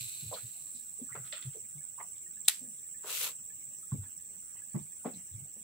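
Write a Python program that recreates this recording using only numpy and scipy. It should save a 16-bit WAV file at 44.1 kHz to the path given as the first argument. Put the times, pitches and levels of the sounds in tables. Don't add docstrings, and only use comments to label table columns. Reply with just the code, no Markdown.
import sys
import numpy as np
from scipy import signal
from scipy.fft import rfft, irfft, next_fast_len
from scipy.io import wavfile
from scipy.ndimage import uniform_filter1d

SR = 44100
rng = np.random.default_rng(int(sys.argv[2]) if len(sys.argv) > 2 else 0)


def inscribe(sig):
    pcm = np.round(np.clip(np.atleast_2d(sig).T, -1, 1) * 32767)
    wavfile.write(sys.argv[1], SR, pcm.astype(np.int16))


N = 248264
T = np.arange(N) / SR

# frequency in Hz, relative level in dB.
AIR_COLOUR = [(40, -12), (90, -4), (160, -1.5), (300, -11.5), (600, -20), (1200, -20), (2200, -15.5),
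              (4500, -22.5), (5230, -36), (5310, -5.5), (5440, -15.5), (5510, -29), (5700, -12.5),
              (6100, -2), (6700, -19), (9500, -11.5), (10200, -12), (11500, -22.5), (12500, -5),
              (14500, -17.5), (15300, -11.5)]
# pulses a second, level in dB before the chorus swell, pulse width in cycles,
# pitch in Hz, bandwidth in Hz, left minus right in dB.
FAR_CICADAS = [(121, -53.5, 1.05, 7630, 396, 0.5), (88.8, -57, 0.52, 8140, 525, -9)]
# time in seconds, gain in dB.
CHORUS_SWELL = [(0, 8), (0.401, 4.5), (1.2, 5), (2.002, 3.5), (3.002, 4), (4, 3), (4.998, 2.5), (5.63, 2.5)]
# place in the cycle from 0 to 1, relative level in dB, pitch in Hz, fall of pitch in Hz per cycle.
BUZZES = [(.27, -9, 7800, 2480), (.5, -3, 7890, 6070), (.73, -4, 7908, 6506)]
# time in seconds, lead in cycles.
CYCLES_AHEAD = [(0, .52), (.6, .57), (1.8, .55), (2.4, .63), (3, .6), (4, .37), (4.9, .39), (5.63, .24)]
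# start in seconds, level in dB before the fade, pitch in Hz.
NEAR_CHIRPS = [(0.0494, -50.5, 9190), (0.5666, -53.5, 9240), (0.688, -52, 9200), (.975, -57, 9340),
               (1.4287, -56, 9050), (1.6806, -52, 9200), (1.9674, -57, 9050), (2.075, -57, 9400),
               (2.6339, -58, 9080), (2.6888, -53, 9190), (3.7853, -52, 9170), (4.39, -58, 9010),
               (4.4453, -56, 9390), (4.69, -58, 9210), (4.8304, -57, 9080), (4.9741, -52.5, 9190),
               (5.2106, -57, 9320), (5.36, -58, 9180), (5.57, -57, 9120)]
# time in seconds, level in dB, pitch in Hz, hold in seconds.
BOOMS = [(0.009, -52, 122, 0.045), (0.227, -41.5, 142, 0.011), (0.261, -49, 111.3, 0.035),
         (0.429, -51.5, 120, 0.029), (0.745, -64, 241, 0.017), (1.011, -45.5, 259, 0.013),
         (1.116, -52.5, 126, 0.013), (1.169, -49, 132.5, 0.036), (1.237, -59.5, 130, 0.019),
         (1.452, -43.5, 134.3, 0.029), (1.752, -50.5, 148, 0.03), (2.611, -55.5, 252.5, 0.03),
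         (2.678, -58.5, 226.6, 0.028), (3.924, -31, 139.4, 0.0048), (3.944, -40.5, 143, 0.0093),
         (3.984, -40, 103, 0.011), (4.017, -41.5, 101, 0.0092), (4.747, -33, 142, 0.0041),
         (4.812, -46, 153, 0.012), (5.058, -32.5, 243, 0.0088), (5.138, -50, 210, 0.008),
         (5.157, -47, 178, 0.016), (5.314, -54.5, 90, 0.018), (5.341, -43, 115, 0.0086),
         (5.379, -48, 131, 0.014), (5.419, -48.5, 134, 0.008), (5.561, -62, 210, 0.012)]
# start in seconds, level in dB, starting pitch in Hz, left minus right in dB.
DRIPS = [(1.7818, -61.5, 2180, 9), (1.81, -62, 1720, 8), (2.262, -59.5, 1830, -7), (2.369, -58.5, 1704, -7),
         (2.943, -58, 1770, 6), (3.502, -60.5, 1720, 8), (3.829, -59, 1276, 5), (4.057, -61.5, 1700, 13.5),
         (4.619, -60, 1674, 15)]
# start in seconds, level in dB, centre of the blow in Hz,
# spread in octaves, hold in seconds, left minus right in dB.
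KNOCKS = [(.314, -29, 594, 0.33, 0.022, -1), (.325, -37.5, 950, 0.13, 0.0057, -1),
          (.357, -45, 1460, 0.53, 0.028, -6.5), (.552, -53, 720, 0.21, 0.018, 8),
          (.99, -49, 420, 0.46, 0.028, -3), (1.09, -51.5, 1400, 0.24, 0.032, -6),
          (1.15, -36.5, 533, 1.6, 0.0065, 0.5), (1.326, -39.5, 607, 0.083, 0.01, -3.5),
          (1.548, -38, 403, 0.36, 0.023, -0.5), (1.98, -44, 1090, 0.23, 0.034, -13),
          (2.0, -36.5, 846, 0.61, 0.016, 2.5), (2.608, -52.5, 485, 0.13, 0.065, 1.7),
          (3.917, -41.5, 1150, 0.3, 0.0041, -5), (3.926, -34.5, 205, 0.65, 0.024, 1),
          (3.94, -43, 414, 0.22, 0.014, -4), (4.033, -55.5, 1340, 0.73, 0.018, -1),
          (4.3, -54, 339, 0.74, 0.044, 1.5), (4.55, -64, 800, 1.5, 0.017, 8),
          (4.744, -25.5, 197, 0.9, 0.028, 1.5), (4.746, -43.5, 910, 0.36, 0.0035, 5),
          (4.753, -50, 990, 0.74, 0.018, 3), (4.785, -56, 890, 0.68, 0.0095, 0),
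          (5.045, -44.5, 900, 0.53, .006, -6.5), (5.05, -32.5, 700, 0.68, 0.0044, 6),
          (5.0545, -28, 564, 1, 0.003, -1.5), (5.061, -30.5, 436, 1.1, 0.0089, 2),
          (5.072, -51, 1200, 0.88, 0.015, 0), (5.13, -43.5, 398, 0.18, 0.01, 1),
          (5.45, -60, 616, 0.7, 0.0089, -5.5), (5.555, -57, 394, 1.3, 0.019, -0.5)]
# frequency in Hz, width in octaves, level in dB,
# time in seconds for the noise to fall 60 dB.
HULL_MODES = [(201, 0.57, 4.5, 0.097), (273, 0.45, -14, 0.12), (435.4, 0.35, -3, 0.12),
              (515, 0.37, 0.5, 0.15), (606, 0.34, -4, 0.13), (709, 0.29, -5.5, 0.18), (958, 0.31, 1, 0.1),
              (1081, 0.27, -1, 0.1), (1394, 0.49, 1, 0.072), (1850, 0.76, 2.5, 0.24)]
# start in seconds, level in dB, centre of the blow in Hz,
# spread in octaves, hold in seconds, left minus right in dB.
RATTLES = [(.337, -33.5, 3950, 0.29, 0.0072, 0), (.745, -46.5, 4370, 0.19, 0.048, 0),
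           (1.121, -41, 2000, .15, 0.0057, -11), (1.15, -43.5, 1840, 0.97, 0.004, 2),
           (1.161, -48, 1590, .7, .004, 2), (1.174, -47, 2020, .6, .006, 0),
           (1.235, -55.5, 1640, 0.77, 0.019, 1.5), (1.2473, -48, 3000, 0.6, 0.004, 4),
           (1.262, -49.5, 2800, 1.1, 0.02, 2), (1.26, -46, 10500, .3, 0.011, 1),
           (1.324, -29, 2620, 0.77, 0.00069, -0.5), (1.333, -42, 3300, 1.0, 0.003, 1),
           (1.343, -42, 3000, 1.2, .008, 2), (1.369, -44.5, 2400, 1.1, 0.003, -2),
           (1.378, -50, 2700, 1, .003, -2), (1.39, -52, 2700, 1, .004, -2),
           (1.421, -41.5, 2950, 1, 0.0066, -0.5), (1.45, -55, 2800, 1.2, .008, 2),
           (1.527, -55.5, 2880, 0.89, .015, 1), (2.002, -38.5, 2000, 0.18, 0.0015, -2),
           (2.155, -55.5, 3410, 0.14, 0.011, -1), (2.452, -49, 3360, 0.35, 0.004, -3),
           (4.42, -69, 1900, 1.1, 0.12, -4.5), (4.56, -59.5, 1970, 0.49, 0.041, -5),
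           (4.752, -54, 1960, 0.59, 0.011, 2), (4.793, -62, 3500, .2, 0.0087, 1),
           (5.056, -48, 2060, 1, 0.0043, -4), (5.066, -55, 2390, .9, .03, -2),
           (5.127, -51, 2500, .2, .008, -3), (5.137, -48.5, 4130, 0.17, 0.012, -2),
           (5.182, -59, 1950, 0.44, 0.032, -6)]
# frequency in Hz, width in octaves, level in dB,
# time in seconds for the noise to fall 60 dB.
TACKLE_MODES = [(1368, 0.38, 6.5, 0.18), (2000, 0.22, -0.5, 0.11), (2610, 0.15, -9, 0.26),
                (3500, 0.31, 0, 0.21), (4050, 0.25, -1.5, 0.15), (4750, 0.23, -4, 0.095),
                (10460, 0.76, 2, .1)]
# time in seconds, level in dB, scrape near 500 Hz in dB, scrape near 1200 Hz in dB.
SWISH_LEVELS = [(3.02, -80, -84, -80), (3.036, -66, -78, -64), (3.047, -60, -51, -52),
                (3.07, -50, -52, -52), (3.1, -43, -57, -51), (3.135, -41, -58, -57), (3.17, -40, -63, -63),
                (3.2, -38.5, -61, -57), (3.235, -37, -53, -52), (3.26, -39, -58, -49),
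                (3.295, -47, -57, -57), (3.32, -58, -68, -68), (3.36, -80, -87, -87)]
# frequency in Hz, relative level in dB.
SWISH_COLOUR = [(600, -43), (1300, -8.5), (1690, -9.5), (2520, 0), (4070, -0.5), (5300, -8.5), (7000, -3.5),
                (9100, -19), (15400, -90.5)]
# frequency in Hz, relative level in dB.
SPOOL_COLOUR = [(880, -37), (1500, -21), (1800, -22), (2460, -3.5), (2800, -6), (3300, -11.5), (3700, -3.5),
                (3950, -0.5), (4250, -1), (4550, -6.5), (5180, -14), (6700, -6), (8840, -70), (15000, -120)]
# start in seconds, level in dB, left minus right in dB.
CLUTCH_SNAPS = [(2.4797, -35, 7), (2.4802, -27, 0), (2.4828, -18, 0.5), (2.4833, -14.5, -1.5),
                (2.4865, -24, 6), (2.4888, -36, -3), (2.4947, -31, 1), (2.499, -35.5, -8),
                (2.512, -50.5, 0), (2.5225, -51, -2), (2.541, -57, 2), (2.561, -52, 0)]
# frequency in Hz, level in dB, seconds to fall 60 dB.
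FRAME_MODES = [(890, -23, 0.027), (1460, -24, 0.037), (1920, -20.5, 0.059), (2710, -15, 0.03),
               (3240, -17.5, 0.04), (3530, -6, 0.013), (3840, -2, .012), (4075, 1.5, 0.011),
               (5000, -14.5, 0.017), (5662, -18, .012), (7230, -3.5, 0.029), (7560, 6, .007),
               (7980, 1, 0.0094), (8680, 1, 0.012), (9360, -7, 0.012), (9880, -0.5, .015),
               (10600, -4.5, 0.0099), (12120, -9, 0.014), (14400, -3, .011), (15180, -11, .01)]

CYCLE_HZ, BUZZ_WIDTH, BUZZ_WAVER_HZ, OVERTONE_HZ = 21.15, 0.058, 90.12, 15200
NEAR_DB, BUZZ_RASP_DB, NEAR_PAN_DB = -57, -8, -10
NEAR_LAG, SPOOL_LAG = 12, -10
CHIRP_HZ, CHIRP_T60_S = 9190, 0.6
FAR_CHIRPS, FAR_CHIRP_DB, FAR_FAINTER_DB, FAR_SPREAD_HZ = 14, -62, 4, 420
BOOM_RISE_S, BOOM_T60_S, RUMBLE_DB = 0.0059, 0.12, -3
DRIP_T60_S = 0.091
NOTE_OCTAVES, SWELL_CYCLES = 0.6, 0.37
SWISH_TOP_DB, SWISH_STUTTER_DB, SWISH_GRIT_DB, SWISH_RASP_DB = 3, 1.6, 2.2, 1.3
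SPOOL_DB, SPOOL_FADE_DB_PER_S, WHIP_DB, WHIP_S = -48, 28, 2, 0.021
SPOOL_TOP_DB, SPOOL_TOP_FADE_DB_PER_S = -47.5, 15.5
SPOOL_TURNS_HZ, SPOOL_SLOWS_HZ_PER_S, SPOOL_WOBBLE_DB = 187, 70, -2
SPOOL_FLUTTER_DB, SPOOL_JITTER_DB, SPOOL_TICK_DB = 0.7, 1.2, 2.5
BOTTOM_HZ, TREBLE_HZ, TOP_HZ, HEADROOM = 55.3, 13500, 15650, 1.1


def undb(db):
    return 10 ** (np.asarray(db) / 20)


def level(x, db):
    return x * undb(db) / np.sqrt(np.mean(x ** 2))


def fade(t, t60):
    return undb(-60 * t / t60)


def pan(db):
    return undb([[db / 2], [-db / 2]])


def colour(x, points):
    hz, db = np.transpose(points)
    size = next_fast_len(N)
    f = np.fft.rfftfreq(size, 1 / SR) + 1
    gain = undb(np.interp(np.log(f), np.log(hz), db))
    return irfft(rfft(x, size) * gain, size)[:, :N]


def band(x, hz, width, order=1):
    edges = [max(hz - width / 2, hz / 4), min(hz + width / 2, SR / 2.1)]
    return signal.sosfilt(signal.butter(order, edges, "band", fs=SR, output="sos"), x)


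def pair(n, alike):
    mid, side = rng.standard_normal((2, n))
    alike = np.clip(alike, 0, 1)
    mid, side = np.sqrt(1 + alike) * mid, np.sqrt(1 - alike) * side
    return (mid + side * np.array([[1], [-1]])) / np.sqrt(2)


def walk(rate):
    step = 32
    k = max(int(SR / step / rate), 1)
    held = np.repeat(rng.standard_normal(N // (step * k) + 2), k)
    slewed = 1.3 * uniform_filter1d(uniform_filter1d(held, k), k)
    return np.interp(np.arange(N) / step, np.arange(len(held)), slewed)


def grains(n, hold):
    return rng.standard_normal(n // hold + 1).repeat(hold)[:n]


def lag(x, count):
    return np.array([np.roll(x[0], count), x[1]])


def add(out, s, sound, pan_db=0):
    i = int(s * SR)
    sound = np.atleast_2d(sound)[:, :N - i]
    out[:, i:i + sound.shape[1]] += sound * pan(pan_db)


def air():
    out, apart, together = 0, pair(N, 0), pair(N, 0.68)
    for hz in 45 * 2 ** np.arange(0, 8.5, 1 / 3):
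        alike = np.clip(1.1 - hz / 500, 0, .95)
        mix = np.sqrt(alike) * together + np.sqrt(1 - alike) * apart
        noise = band(mix, hz, hz / 4.28, order=2)
        unrest = 1 / (1 + (hz / 5600) ** 8)
        out = out + noise * undb(unrest * (0.67 * walk(27.0) + 2.32 * walk(50)))
    return level(colour(out, AIR_COLOUR), -58.5) * pan(-0.6)


def cicadas():
    out = near_cicada()
    for hz, db, duty, pitch_hz, width, pan_db in FAR_CICADAS:
        phase = np.cumsum(hz * (1 + 0.0029 * walk(2.1))) / SR % 1
        gate = np.exp(-((phase - .5) / duty) ** 2) * undb(0.57 * walk(3.34))
        drive = pair(N, 0.064) * gate
        song = level(band(drive, pitch_hz, width, order=2), db)
        overtone = level(band(drive, 1.95 * pitch_hz, 0.5 * width), db - 12.5)
        out = out + (song + overtone) * pan(pan_db)
    s, swell_db = np.transpose(CHORUS_SWELL)
    return out * undb(np.interp(T, s, swell_db))


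def near_cicada():
    cycle = (CYCLE_HZ * T + np.interp(T, *np.transpose(CYCLES_AHEAD))) % 1
    unrest, waver_hz = undb(2.04 * walk(60)), BUZZ_WAVER_HZ * walk(150)
    notes, gate = 0, 0
    for place, db, hz, fall in BUZZES:
        buzz = undb(db) * np.exp(-((cycle - place) / BUZZ_WIDTH) ** 2 / 2) * unrest
        pitch_hz = hz - fall * (cycle - place) + waver_hz
        notes = notes + buzz * np.sin(2 * np.pi * np.cumsum(pitch_hz) / SR)
        gate = gate + buzz
    gated = pair(N, 0.39) * gate
    rasp = level(band(gated, 8040, 840, order=2), NEAR_DB + BUZZ_RASP_DB)
    overtone = level(band(gated, OVERTONE_HZ, 600), NEAR_DB - 31.5)
    return lag(level(notes, NEAR_DB) + rasp + overtone, count=NEAR_LAG) * pan(NEAR_PAN_DB)


def cricket():
    out, t = np.zeros((2, N)), T[:SR // 3]
    env = (1 - np.exp(-t / 0.00078)) * fade(t, CHIRP_T60_S)
    far = []
    for k, (when, fainter, note) in enumerate(rng.random((FAR_CHIRPS, 3))):
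        s = (k + when) / FAR_CHIRPS * T[-1]
        far.append((s, FAR_CHIRP_DB - FAR_FAINTER_DB * fainter, CHIRP_HZ + FAR_SPREAD_HZ * (note - .5)))
    for s, db, hz in [*NEAR_CHIRPS, *far]:
        chirp = level(band(pair(len(t), 0.52), hz, 95, order=2), db)
        add(out, s, env * chirp, 0.5)
    return out


def drips():
    out, t = np.zeros((2, N)), T[:SR // 3]
    env = (1 - np.exp(-t / 0.0015)) * fade(t, DRIP_T60_S)
    for s, db, hz, pan_db in DRIPS:
        add(out, s, undb(db) * env * np.sin(2 * np.pi * hz * t * (1 + 0.51 * t)), pan_db)
    return out


def booms():
    out, t = np.zeros((2, N)), T[:SR // 5]
    for s, db, hz, hold in BOOMS:
        rise = np.clip(t / BOOM_RISE_S, 0, 1)
        env = rise * fade(np.maximum(t - BOOM_RISE_S - hold, 0), BOOM_T60_S)
        rumble = level(band(pair(len(t), 0.63), 0.92 * hz, 0.39 * hz, order=2), RUMBLE_DB)
        add(out, s - .004, undb(db) * env * (np.sin(2 * np.pi * hz * t) + rumble))
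    return out


def taps(table, body, alike, rise, grain_db, note_db, crack_db):
    out, t = np.zeros((2, N)), T[:SR // 5]
    for s, db, centre_hz, spread, hold, pan_db in table:
        crack = 1 + undb(crack_db) * np.exp(-hold / 0.0032 - t / 0.002)
        contact = undb(grain_db * grains(len(t), 90)) * pair(len(t), alike)
        for hz, octaves, mode_db, t60 in body:
            share = undb(mode_db) / (1 + (np.log2(hz / centre_hz) / spread) ** 2) ** 2.3
            onset = crack * (1 - np.exp(-t / (rise + SWELL_CYCLES / hz)))
            width = hz * 2 * np.tanh(octaves * np.log(2) / 2)
            noise = level(band(contact, hz, width, order=2), -10.5)
            burst = noise * onset * fade(np.maximum(t - hold, 0), t60)
            purity = np.exp(-(octaves / NOTE_OCTAVES) ** 2)
            note_env = purity * onset * undb(note_db) * fade(t, 0.54 * t60 + 3 * hold)
            add(out, s, undb(db) * share * (burst + note_env * np.sin(2 * np.pi * hz * t)), pan_db)
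    return out


def knocks():
    return taps(KNOCKS, HULL_MODES, alike=0.37, rise=0.00029, grain_db=1.0, note_db=-6.5, crack_db=0)


def rattles():
    return taps(RATTLES, TACKLE_MODES, alike=0.073, rise=0.0006, grain_db=2.0, note_db=-12.5, crack_db=8.5)


def swish():
    s, *curves = np.transpose(SWISH_LEVELS)
    gain, low_gain, upper_gain = (undb(np.interp(T, s, c, -120, -120)) for c in curves)
    grit = undb(SWISH_GRIT_DB * grains(N, 20) + SWISH_RASP_DB * walk(400))
    stutter = undb(SWISH_STUTTER_DB * walk(110))
    mid = level(colour(stutter * grit * pair(N, 0.12), SWISH_COLOUR), 0)
    top = level(band(grit * pair(N, 0), 11000, 9700, order=2), SWISH_TOP_DB) * pan(1.6)
    scrape = stutter * grit * pair(N, 0.87)
    low = level(band(scrape, 515, 183, order=2), 0)
    upper = level(band(scrape, 1190, 630, order=2), 0)
    return gain * (mid + top) + low_gain * low + upper_gain * upper


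def spool():
    whip_db = WHIP_DB * np.exp(-T / WHIP_S)
    turns = SPOOL_TURNS_HZ * T - SPOOL_SLOWS_HZ_PER_S * T ** 2 / 2
    wobble_db = SPOOL_WOBBLE_DB * np.sin(2 * np.pi * turns)
    flutter_db = SPOOL_FLUTTER_DB * walk(66) + SPOOL_JITTER_DB * walk(400)
    flutter = level(undb(flutter_db + SPOOL_TICK_DB * grains(N, 40) + wobble_db), 0)
    low = level(colour(flutter * lag(pair(N, 0.34), count=SPOOL_LAG), SPOOL_COLOUR), SPOOL_DB)
    top = level(band(flutter * pair(N, 0.11), 12000, 8430, order=2), SPOOL_TOP_DB)
    low = low * undb(-SPOOL_FADE_DB_PER_S * T)
    top = top * undb(-SPOOL_TOP_FADE_DB_PER_S * T)
    return undb(whip_db) * (low + top)


def clutch():
    out, t = np.zeros((2, N)), T[:SR // 5]
    n = len(t)
    for s, db, pan_db in CLUTCH_SNAPS:
        phase = rng.uniform(0, 2 * np.pi, (len(FRAME_MODES), 1))
        phase = phase + 0.56 * rng.standard_normal((len(FRAME_MODES), 2))
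        ring = 0
        for (hz, mode_db, t60), p in zip(FRAME_MODES, phase):
            ring = ring + undb(mode_db) * fade(t, t60) * np.sin(2 * np.pi * hz * t + p[:, None])
        crack = band(pair(n, 0.24), 7400, 13070, order=2) * undb(2.0) * fade(t, 0.014)
        thud = band(pair(n, 0.77), 560, 550) * undb(-16.5) * fade(t, 0.023)
        rattle_env = undb(-16.5 + 1.9 * grains(n, 150)) * fade(t, 0.16)
        rattle = band(pair(n, 0.22), 3140, 2900, order=3) * rattle_env
        tail_env = undb(-19.5 + 1.3 * grains(n, 120)) * fade(t, 0.27)
        tail = band(pair(n, 0.11), 7500, 14600, order=2) * tail_env
        attack = 1 - np.exp(-t / 0.00019)
        add(out, s, undb(db) * attack * (ring + thud + crack + rattle + tail), pan_db)
    return out


def scene():
    bank = air() + cicadas() + cricket()
    boat = drips() + booms() + knocks()
    tackle = rattles() + swish() + spool() + clutch()
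    return bank + boat + tackle


def record(dry):
    side = (dry[0] - dry[1]) / 2
    low_side = signal.sosfilt(signal.butter(1, 300, fs=SR, output="sos"), side)
    treble = band(dry, TREBLE_HZ, 5100)
    wet = dry + (0.074 * treble - 0.62 * low_side) * np.array([[1], [-1]])
    wet = signal.sosfilt(signal.butter(2, BOTTOM_HZ, "high", fs=SR, output="sos"), wet)
    rounded = HEADROOM * np.tanh(wet / HEADROOM)
    return signal.sosfilt(signal.ellip(10, .2, 80, TOP_HZ, fs=SR, output="sos"), rounded)


dry = scene()
out = record(dry)
inscribe(out)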